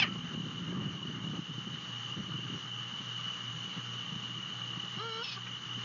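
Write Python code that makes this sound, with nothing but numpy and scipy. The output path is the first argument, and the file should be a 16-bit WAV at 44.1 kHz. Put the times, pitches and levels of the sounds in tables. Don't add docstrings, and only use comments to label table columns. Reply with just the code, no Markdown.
import sys
import numpy as np
from scipy import signal
from scipy.fft import rfft, irfft, next_fast_len
from scipy.io import wavfile
from scipy.ndimage import uniform_filter1d

SR = 44100
rng = np.random.default_rng(int(sys.argv[2]) if len(sys.argv) > 2 else 0)


def to_wav(sig):
    pcm = np.clip(np.atleast_2d(sig), -1, 1) * 32767
    pcm = np.round(pcm).astype(np.int16)
    wavfile.write(sys.argv[1], SR, pcm.T)


def gain_from_decibels(decibels):
    exponent = np.asarray(decibels, float) / 20
    return 10 ** exponent


N = 257544

SQUAWK = [
    (0, 866, -22, .15, -3),
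    (.003, 866, -29, .2, -2),
    (.005, 864, -26, .2, -1),
    (.009, 862, -32.5, .35, 0),
    (.014, 850, -36, .6, 1),
    (.019, 835, -35, .6, -1),
    (.023, 820, -55, .7, 0),
]
YELP = [
    (.016, 790, -40, .4, -2),
    (.022, 790, -29, .15, -3),
    (.026, 793, -18, .08, -5),
    (.032, 762, -22.5, .15, -6),
    (.036, 730, -28, .3, -6),
    (.040, 700, -24, .25, -8),
    (.046, 615, -31, .6, -12),
    (.060, 560, -35, .8, -17),
    (.085, 500, -50, .85, -18),
]
RISING_NOTE = [
    (4.965, 341.7, -61, 0.3, 7),
    (5.0, 406.4, -41.5, 0.17, -3),
    (5.025, 444.7, -46.5, 0.12, -2.5),
    (5.062, 463.4, -43.5, 0.01, -1),
    (5.12, 445.4, -49, 0.06, 1),
    (5.172, 448.3, -47.5, 0.03, 0.5),
    (5.215, 466, -43.5, 0.06, 1.5),
    (5.232, 496, -41.5, 0.03, -7),
    (5.242, 523, -84, 0.3, -7),
]
WHISTLE = [
    (5.222, 2597, -63, 0.79, 9),
    (5.233, 2640, -60, .8, 10),
    (5.247, 2690, -46.5, 0.1, 5),
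    (5.27, 2605, -43, 0.6, -2.5),
    (5.287, 2600, -45.5, 0.49, 1.5),
    (5.305, 2500, -45.5, 0.58, 1.5),
    (5.333, 2480, -49, 0.55, 3),
    (5.352, 2440, -49.5, 0.89, 2),
    (5.39, 2400, -59, 0.97, -5),
]
CLOSING_NOTE = [
    (5.345, 385, -84, 0.23, -2),
    (5.364, 396, -61, .3, -4),
    (5.378, 387, -49, 0.12, -5.5),
    (5.393, 365, -66, .2, -6),
    (5.415, 370, -71, .3, -9),
]
PUFF = [
    (5.45, 648, -78, .7, -11),
    (5.47, 630, -42, 0.56, -16),
    (5.49, 660, -55, 0.54, -12),
    (5.51, 640, -69, .7, -6),
]
# [t/s, peak level/dB, f/Hz]
BEAK_CLACK = [
    (5.33, -47, 3400),
    (5.331, -52, 4600),
    (5.33, -53, 6000),
    (5.345, -48, 4850),
]
THIN_TONE = [
    (0.09, -48, 1310),
    (0.125, -49, 1320),
]

# [f/Hz, width/Hz, level/dB]
WINDPIPE = [(440, 60, 1), (915, 550, -9.5), (1330, 350, 2.5), (1760, 140, -12), (2245, 110, -8),
            (3150, 280, -2.5), (3994, 120, -2), (4470, 590, -15), (5340, 300, -14.5)]
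WHISTLE_BEAK = [(1300, 1300, -7), (2620, 450, -1), (3300, 450, 4.5), (3740, 260, 4), (4270, 300, 3),
                (4700, 350, -2), (5250, 500, -3)]
OPEN_BEAK = [(860, 300, -12), (1780, 350, -14), (2590, 400, 2), (3480, 350, -4.5), (4250, 500, -16),
             (5130, 400, -9), (5900, 400, -21)]
YELP_BEAK = [(546, 290, -16.5), (1146, 250, -5), (1865, 240, 0), (2410, 620, -1.5), (2990, 450, 3),
             (4160, 480, -7), (4910, 500, -8.5), (5800, 800, -18)]
SHUT_BEAK = [(387, 270, -2), (780, 270, -8), (1180, 250, 7), (1600, 400, 0)]

# [t/s, level/dB]
CHORUS_SWELLS = [(0.08, -45.5), (0.37, -47), (1.43, -47), (2.12, -42.5), (2.21, -47.5), (2.39, -42.5),
                 (2.68, -45), (2.76, -41), (2.92, -43.5), (3.29, -41), (3.42, -44), (4.75, -43), (5.4, -47),
                 (5.57, -42.5), (5.6, -51.5), (5.65, -44.5), (5.74, -41), (5.84, -44.5)]
# [t/s, peak level/dB, f/Hz]
NEAR_STROKES = [(0.101, -36, 2950), (0.406, -35.5, 2960), (0.584, -33, 2960), (0.681, -35, 2890),
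                (1.032, -32, 2940), (1.075, -33.5, 2990), (1.153, -35, 2890), (1.378, -35.5, 2970),
                (1.52, -36.5, 2980), (1.847, -37, 2970), (1.89, -36, 2910), (1.935, -34.5, 2900),
                (1.973, -34.5, 2950), (2.051, -32.5, 2990), (2.125, -31, 2930), (2.408, -35.5, 2860),
                (2.438, -34.5, 2910), (2.683, -36, 3030), (2.777, -34.5, 2960), (2.835, -33.5, 2950),
                (2.881, -38, 2860), (2.924, -37.5, 2970), (2.963, -34.5, 2980), (2.996, -34, 3020),
                (3.118, -33.5, 2880), (3.166, -32, 2990), (3.228, -43, 2960), (3.259, -30.5, 2930),
                (3.29, -33.5, 2890), (3.357, -33, 2940), (3.482, -33, 2940), (3.513, -34.5, 2910),
                (3.609, -34.5, 2980), (3.66, -33.5, 2920), (3.883, -38.5, 3030), (3.943, -35.5, 3020),
                (3.994, -33, 2960), (4.063, -35, 3060), (4.094, -33.5, 2870), (4.143, -35.5, 2960),
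                (4.183, -35.5, 2990), (4.248, -33, 2950), (4.309, -34.5, 2900), (4.379, -34.5, 2930),
                (4.462, -33, 2890), (4.53, -33.5, 3020), (4.62, -31.5, 2940), (4.681, -36, 3050),
                (4.736, -32, 2930), (4.8, -31, 2970), (4.832, -34, 2990), (4.883, -32, 2940),
                (4.95, -35, 2870), (5.05, -43, 2900), (5.124, -34, 2920), (5.223, -32.5, 2940),
                (5.477, -36.5, 2990), (5.657, -35, 2950), (5.759, -32.5, 3000), (5.79, -36, 2940)]
# [onset t/s, peak level/dB, f/Hz]
MORE_STROKES = [(0.2692, -35, 2990), (0.3376, -35.5, 2840), (0.3865, -35, 2940), (0.5077, -36.5, 2890),
                (0.6225, -39.5, 2950), (0.8086, -35.5, 2920), (0.856, -34.5, 2920), (0.8889, -35, 2930),
                (0.9742, -38, 2910), (1.1104, -34.5, 2910), (1.2231, -38, 2910), (1.2447, -34, 2890),
                (1.275, -33, 2930), (1.3119, -36, 2990), (1.3324, -41, 2970), (1.4551, -37, 2880),
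                (1.5384, -37.5, 3060), (1.5702, -37, 3050), (1.5851, -34.5, 2980), (1.729, -37, 2980),
                (1.9574, -34, 2910), (2.0228, -37, 3000), (2.1031, -36, 2840), (2.1983, -36, 2930),
                (2.2633, -35.5, 2940), (2.3476, -39, 2960), (2.3625, -34, 2900), (2.592, -38.5, 2970),
                (2.6339, -36, 2880), (2.7026, -35, 2980), (2.7384, -33, 2990), (3.306, -32, 2990),
                (3.334, -32, 2840), (3.39, -39, 3080), (3.45, -34, 2950), (3.5359, -38, 2900),
                (3.5644, -37, 3040), (3.5848, -33.5, 2910), (3.7738, -36, 2890), (3.9599, -35, 2930),
                (4.28, -37, 2860), (4.334, -40, 2890), (4.354, -36, 3030), (4.4044, -34, 2930),
                (4.432, -32.5, 2910), (4.575, -39, 2980), (4.6374, -33, 2950), (4.706, -33, 2970),
                (4.757, -32.5, 2930), (4.8604, -34, 2940), (4.9172, -34, 3010), (5.0305, -40, 2880),
                (5.406, -35.5, 3060), (5.4331, -33.5, 2940), (5.5333, -33.5, 2920), (5.6341, -33.5, 2980),
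                (5.6915, -34, 2850), (5.723, -34, 2960), (5.8262, -37, 2950)]

# [f/Hz, level/(dB per Hz)]
AIR = [(60, -26), (150, 0), (400, -6.5), (680, -12.5), (1000, -5.5), (1190, 2.5), (1420, -2), (1900, -4),
       (2500, -9), (3400, -4.5), (4300, -10), (5200, -17.5), (6000, -10), (6700, -10.5), (7200, -28.5)]
# [t/s, gain/dB]
GAIN = [(0, -3), (0.5, -4), (1.0, -5), (1.45, -3), (2.05, 0.5), (2.25, -3), (2.6, -1), (3.2, 0), (3.9, 1),
        (4.3, -1), (4.9, 1), (5.1, -3), (5.55, -1.5), (5.84, 1.5)]

# [t/s, level/dB]
GUSTS = [(0.0, -35.5), (0.4, -38.5), (0.6, -36.5), (0.78, -30.5), (1.0, -39.5), (1.36, -33), (1.42, -51),
         (1.7, -44), (1.85, -46), (2.1, -48), (2.22, -39.5), (2.55, -40.5), (2.7, -48.5), (3.75, -48),
         (3.95, -49.5), (4.15, -42), (5.3, -54.5), (5.84, -44.5)]
# [f/Hz, level/(dB per Hz)]
RUMBLE = [(18, -75.5), (30, -46.5), (67, -15), (129, 2), (150, 7), (298, -7), (449, -17), (678, -33),
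          (800, -38.5), (1040, -63.5), (1760, -120)]
SPRAY = [(90, -14), (140, 4.5), (250, 4), (400, -8.5), (600, -18), (900, -29.5)]
RUSTLE = [(500, -24), (800, -10.5), (1200, -1.5), (1800, -8), (2600, -16.5)]
# [t/s, peak level/dB,
# f/Hz]
BUFFETS = [(0.022, -36, 166), (0.048, -36.5, 236), (0.085, -33, 186), (0.122, -33.5, 196),
           (0.16, -31.5, 216), (0.251, -35, 176), (0.279, -34, 152), (0.323, -37.5, 212), (0.344, -30, 159),
           (0.38, -32.5, 210), (0.405, -32.5, 176), (0.439, -36, 181), (0.469, -35, 237), (0.501, -35, 195),
           (0.529, -41, 249), (0.572, -38.5, 169), (0.602, -35.5, 212), (0.634, -36, 186),
           (0.661, -37, 171), (0.704, -31.5, 167), (0.73, -34.5, 211), (0.77, -29.5, 188),
           (0.804, -30.5, 212), (0.824, -33, 207), (0.871, -33, 159), (0.918, -35.5, 190),
           (0.955, -33, 174), (0.99, -41, 198), (1.028, -38, 188), (1.079, -36, 141), (1.104, -32.5, 205),
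           (1.169, -37.5, 200), (1.216, -38, 182), (1.246, -33, 182), (1.278, -30, 183), (1.306, -33, 184),
           (1.341, -30, 213), (1.391, -29, 179), (1.424, -41, 173), (1.496, -36, 174), (1.515, -36, 153),
           (1.553, -40, 149), (1.585, -34, 174), (1.676, -33, 217), (1.709, -39, 161), (1.74, -36.5, 156),
           (1.782, -39.5, 187), (2.028, -45, 143), (2.092, -42, 138), (2.117, -39.5, 163),
           (2.177, -30, 162), (2.198, -31, 208), (2.302, -32.5, 183), (2.35, -32, 163), (2.392, -34.5, 176),
           (2.459, -34.5, 164), (2.502, -37, 171), (2.533, -33, 158.5), (2.552, -33, 198),
           (2.648, -41, 180),
           (2.931, -42, 235), (3.012, -38.5, 202), (3.069, -43, 189), (3.136, -53, 193),
                (3.276, -39, 193), (3.654, -41, 205), (3.683, -43, 193), (3.778, -35, 176),
                (4.131, -35, 190), (4.166, -35.5, 187), (4.24, -37.5, 184), (4.302, -41.5, 186),
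                (4.398, -47, 209), (4.429, -46, 203), (4.494, -47, 199), (4.72, -43.5, 185),
                (4.775, -37.5, 183), (4.84, -43.5, 210), (4.973, -36.5, 194), (5.782, -40.5, 240)]
# [onset t/s, peak level/dB, f/Hz]
SNAPS = [(0.105, -42, 301), (0.16, -47, 301), (0.245, -48, 347), (0.326, -46, 390), (0.465, -42, 301),
         (0.683, -40, 320), (0.725, -38, 328), (0.813, -38, 301), (0.946, -46, 366), (1.049, -46, 369),
         (1.098, -48, 326), (1.275, -48, 301), (1.372, -38, 298), (2.188, -46, 301), (2.282, -45, 347),
         (2.548, -46, 320)]

# [f/Hz, level/dB, wander/Hz]
WHINES = [(180, -57, 2), (470, -71, 2), (821.2, -65.5, .6), (1186, -61.5, 44.3), (2345, -70, .8)]

EDGE_HZ = 7400
CHORUS_DB, CHORUS_EVEN = -0.14, 0.18
THROB_DB, THROB_PER_S = .4, 25
STROKE_S, STROKE_DB, STROKE_HUSH = 0.0034, -1.5, 0.75
AIR_DB, AIR_FOLLOWS = -48.5, 0.84
LEVELLED, LEVEL_S = 0.3, 0.053
BUFFET_S, BUFFET_DB, BUFFET_HUSH = 0.0088, -3.5, 0.57
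SNAP_S, SNAP_DB = 0.003, -2.5
HUM_HZ, HUM_DB = 120.6, -48
MOTOR_DB, BEAT_PER_S, BEAT_NULL_S = -5, 2.638, 3.715


def evened(x):
    return x / np.sqrt(np.mean(x ** 2) + 1e-20)


def column(rows, k, t):
    rows = np.array(rows)
    return np.interp(t, rows[:, 0], rows[:, k])


def drift(per_s, size=N):
    fast = next_fast_len(size)
    spectrum = rfft(rng.standard_normal(fast))
    lowpass = 1 + (np.fft.rfftfreq(fast, 1 / SR) / per_s) ** 2
    return evened(irfft(spectrum / lowpass, fast)[:size])


def noise(spectrum, patchy_db, size=1024):
    hop, hz = size // 4, np.fft.rfftfreq(size, 1 / SR)
    real, imag, patches = rng.standard_normal((N // hop + 5, size // 2 + 1, 3)).T
    patches = uniform_filter1d(patches, size=12, axis=0)
    patches = evened(uniform_filter1d(patches, size=10, axis=1))
    f, db = np.transpose(spectrum)
    shape_db = np.interp(np.log(hz + 1), np.log(f), db, left=-90, right=-90)
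    z = (real + 1j * imag) * gain_from_decibels(shape_db[:, None] + patchy_db * patches)
    return evened(signal.istft(z, nperseg=size, noverlap=size - hop)[1][:N])


def bursts(rows, half_s, sag, overtone):
    u = np.arange(-1500, 1500) / SR
    bell = np.exp(-(u / half_s) ** 2 / 2)
    out, cover = np.zeros(N + 3000), np.zeros(N + 3000)
    for (s, db, hz), phase in zip(rows, rng.random((len(rows), 2))):
        turns = hz * u * (1 - sag * u)
        tone = np.sin(2 * np.pi * (turns + phase[0]))
        tone += overtone * bell * np.sin(2 * np.pi * (1.78 * turns + phase[1]))
        at = round(s * SR)
        out[at:at + 3000] += gain_from_decibels(db) * bell * tone
        cover[at:at + 3000] += bell
    return out[1500:N + 1500], np.minimum(cover[1500:N + 1500], 1)


def peaks(modes, hz):
    return np.sqrt(sum(gain_from_decibels(2 * db) / (1 + (2 * (hz - f) / w) ** 2) ** 2 for f, w, db in modes))


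def breath(turns, throat, bright_db, ragged_db):
    size = len(turns)
    puffs = (.3 + np.exp(-(turns % 1) / .4)) * rng.standard_normal(size)
    puffs *= gain_from_decibels(1.5 * drift(500, size)) * gain_from_decibels(ragged_db * drift(70, size))
    bins = np.fft.rfftfreq(size, 1 / SR)
    puffs = rfft(puffs) * peaks(throat, bins)
    high = 1 / (1 + (2300 / (bins + 1)) ** 4)
    low, top = irfft(puffs * (1 - high), size), irfft(puffs * high, size)
    return (low + gain_from_decibels(1.3 * bright_db) * top) / irfft(puffs, size).std()


def owl(rows, throat, jitter, ragged_db=2.0):
    t = np.arange(rows[0][0], rows[-1][0], 1 / SR)
    size = len(t)
    hz = column(rows, 1, t) * (1 + jitter * drift(130, size))
    rough, bright_db = np.clip(column(rows, 3, t), 0, 1), column(rows, 4, t)
    turns = np.cumsum(hz) / SR
    clear = 0
    for k in range(1, 17):
        octaves = np.maximum(np.log2(k * hz / 1500), 0)
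        tilt = gain_from_decibels((bright_db + .5 * ragged_db * drift(45, size)) * octaves)
        partial = np.cos(2 * np.pi * (k * turns + rng.random()))
        clear += peaks(throat, k * hz) * tilt * partial * (k * hz < EDGE_HZ)
    air = breath(turns, throat, bright_db, ragged_db)
    voice = np.sqrt(2 * (1 - rough)) * clear + 1.5 * np.sqrt(rough) * air
    out, at = np.zeros(N), round(rows[0][0] * SR)
    out[at:at + size] = voice * gain_from_decibels(column(rows, 2, t))
    return out


def owl_calls():
    first = owl(SQUAWK, OPEN_BEAK, 0.0097, ragged_db=-0.5) + owl(YELP, YELP_BEAK, 0.006, ragged_db=0.5)
    second = owl(RISING_NOTE, WINDPIPE, 0.00056)
    second += owl(WHISTLE, WHISTLE_BEAK, 0.014, ragged_db=2.2)
    second += bursts(BEAK_CLACK, 0.0024, 1.5, 0)[0]
    second += owl(CLOSING_NOTE, SHUT_BEAK, 0.0043)
    second += owl(PUFF, np.multiply(YELP_BEAK, [.8, 1, 1]), 0.0058)
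    return first + second


def leaves(x, t60, wet_db):
    size = SR // 2
    sparse = rng.standard_normal(size) * (rng.random(size) < .05)
    taps = sparse * gain_from_decibels(-60 * np.arange(size) / SR / t60)
    return x + gain_from_decibels(wet_db) * signal.fftconvolve(x, taps / np.linalg.norm(taps))[:N]


def crickets(count=24):
    t, out = np.arange(N) / SR, np.zeros(N)
    for place, (pace, start) in zip(np.linspace(-1, 1, count), rng.random((count, 2))):
        strokes = np.cumsum((45 + 30 * pace) * (1 + .08 * drift(4))) / SR + start
        part = strokes % 1
        hz = 2940 + 105 * place + 25 * drift(5) - 120 * (part - .35)
        restart = rng.random(int(strokes[-1]) + 1)[strokes.astype(int)]
        wing = np.sin(np.pi * np.minimum(part / 0.5, 1)) ** 2
        level = gain_from_decibels(-15 * place ** 2 + 0.44 * drift(15))
        out += level * wing * np.sin(2 * np.pi * (np.cumsum(hz) / SR + restart))
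    out = evened(out)
    out = out / (abs(uniform_filter1d(out ** 2, size=400)) + 0.11) ** (CHORUS_EVEN / 2)
    chorus = gain_from_decibels(CHORUS_DB + column(CHORUS_SWELLS, 1, t) + THROB_DB * drift(THROB_PER_S)) * evened(out)
    second = np.add(MORE_STROKES, [.003, -1.5, 0])
    near, cover = bursts(np.vstack([NEAR_STROKES, second]), STROKE_S, 1.8, 0)
    return chorus * (1 - STROKE_HUSH * cover) + gain_from_decibels(STROKE_DB) * near


def wind():
    gust_db = column(GUSTS, 1, np.arange(N) / SR)
    hits = np.array(BUFFETS) * [1, 1, .93]
    pushes, cover = bursts(hits, BUFFET_S, 7.6, 0.28)
    low = noise(RUMBLE, 0.69, size=4096)
    low = low / (abs(uniform_filter1d(low ** 2, round(LEVEL_S * SR))) + .05) ** (LEVELLED / 2)
    rumble = gain_from_decibels(gust_db - 6.0) * (1 - BUFFET_HUSH * cover) * evened(low * gain_from_decibels(1.9 * drift(15)))
    push_envelope = abs(signal.hilbert(pushes, next_fast_len(N))[:N])
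    spray = gain_from_decibels(-11.0) * push_envelope * noise(SPRAY, 1.8)
    snaps = gain_from_decibels(SNAP_DB) * bursts(np.add(SNAPS, [SNAP_S, 0, 0]), SNAP_S, 6.0, .4)[0]
    stir_db = .7 * (gust_db + 40)
    rustle = gain_from_decibels(stir_db - 58 + 2.0 * drift(41)) * noise(RUSTLE, 3.0)
    return rumble + snaps + gain_from_decibels(BUFFET_DB) * pushes + spray + rustle


def night_air():
    gain_db = column(GAIN, 1, np.arange(N) / SR)
    return gain_from_decibels(AIR_DB + AIR_FOLLOWS * gain_db + 0.87 * drift(37)) * noise(AIR, 1.15)


def hum():
    t = np.arange(N) / SR
    turn = 2 * np.pi * np.cumsum(HUM_HZ + 0.041 * drift(3.8)) / SR
    slip = 2 * np.pi * BEAT_PER_S * (t - BEAT_NULL_S)
    out = gain_from_decibels(HUM_DB) * (np.sin(turn) - gain_from_decibels(MOTOR_DB) * np.sin(turn - slip))
    for hz, db, wander in WHINES:
        whine = np.sin(2 * np.pi * np.cumsum(hz + wander * drift(4 + wander)) / SR)
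        out += gain_from_decibels(db + 2.2 * drift(2)) * whine
    return np.sqrt(2) * gain_from_decibels(column(GAIN, 1, t) - 3.5) * out


def scene():
    bird = leaves(owl_calls(), 0.21, -23.0) + bursts(THIN_TONE, .014, 0, 0)[0]
    return (bird + crickets() + wind() + night_air() + hum())[None]


def band_limit(x):
    return signal.sosfilt(signal.butter(12, 8150, fs=SR, output="sos"), x)


def record(dry):
    lowpass = signal.firwin(255, EDGE_HZ, window=("kaiser", 9), fs=SR)
    band = signal.oaconvolve(dry, lowpass[None], "same")
    band = signal.sosfilt(signal.butter(5, 66, "high", fs=SR, output="sos"), band)
    mix = band + gain_from_decibels(-100) * rng.standard_normal(dry.shape)
    return band_limit(mix)


dry = scene()
out = record(dry)
to_wav(out)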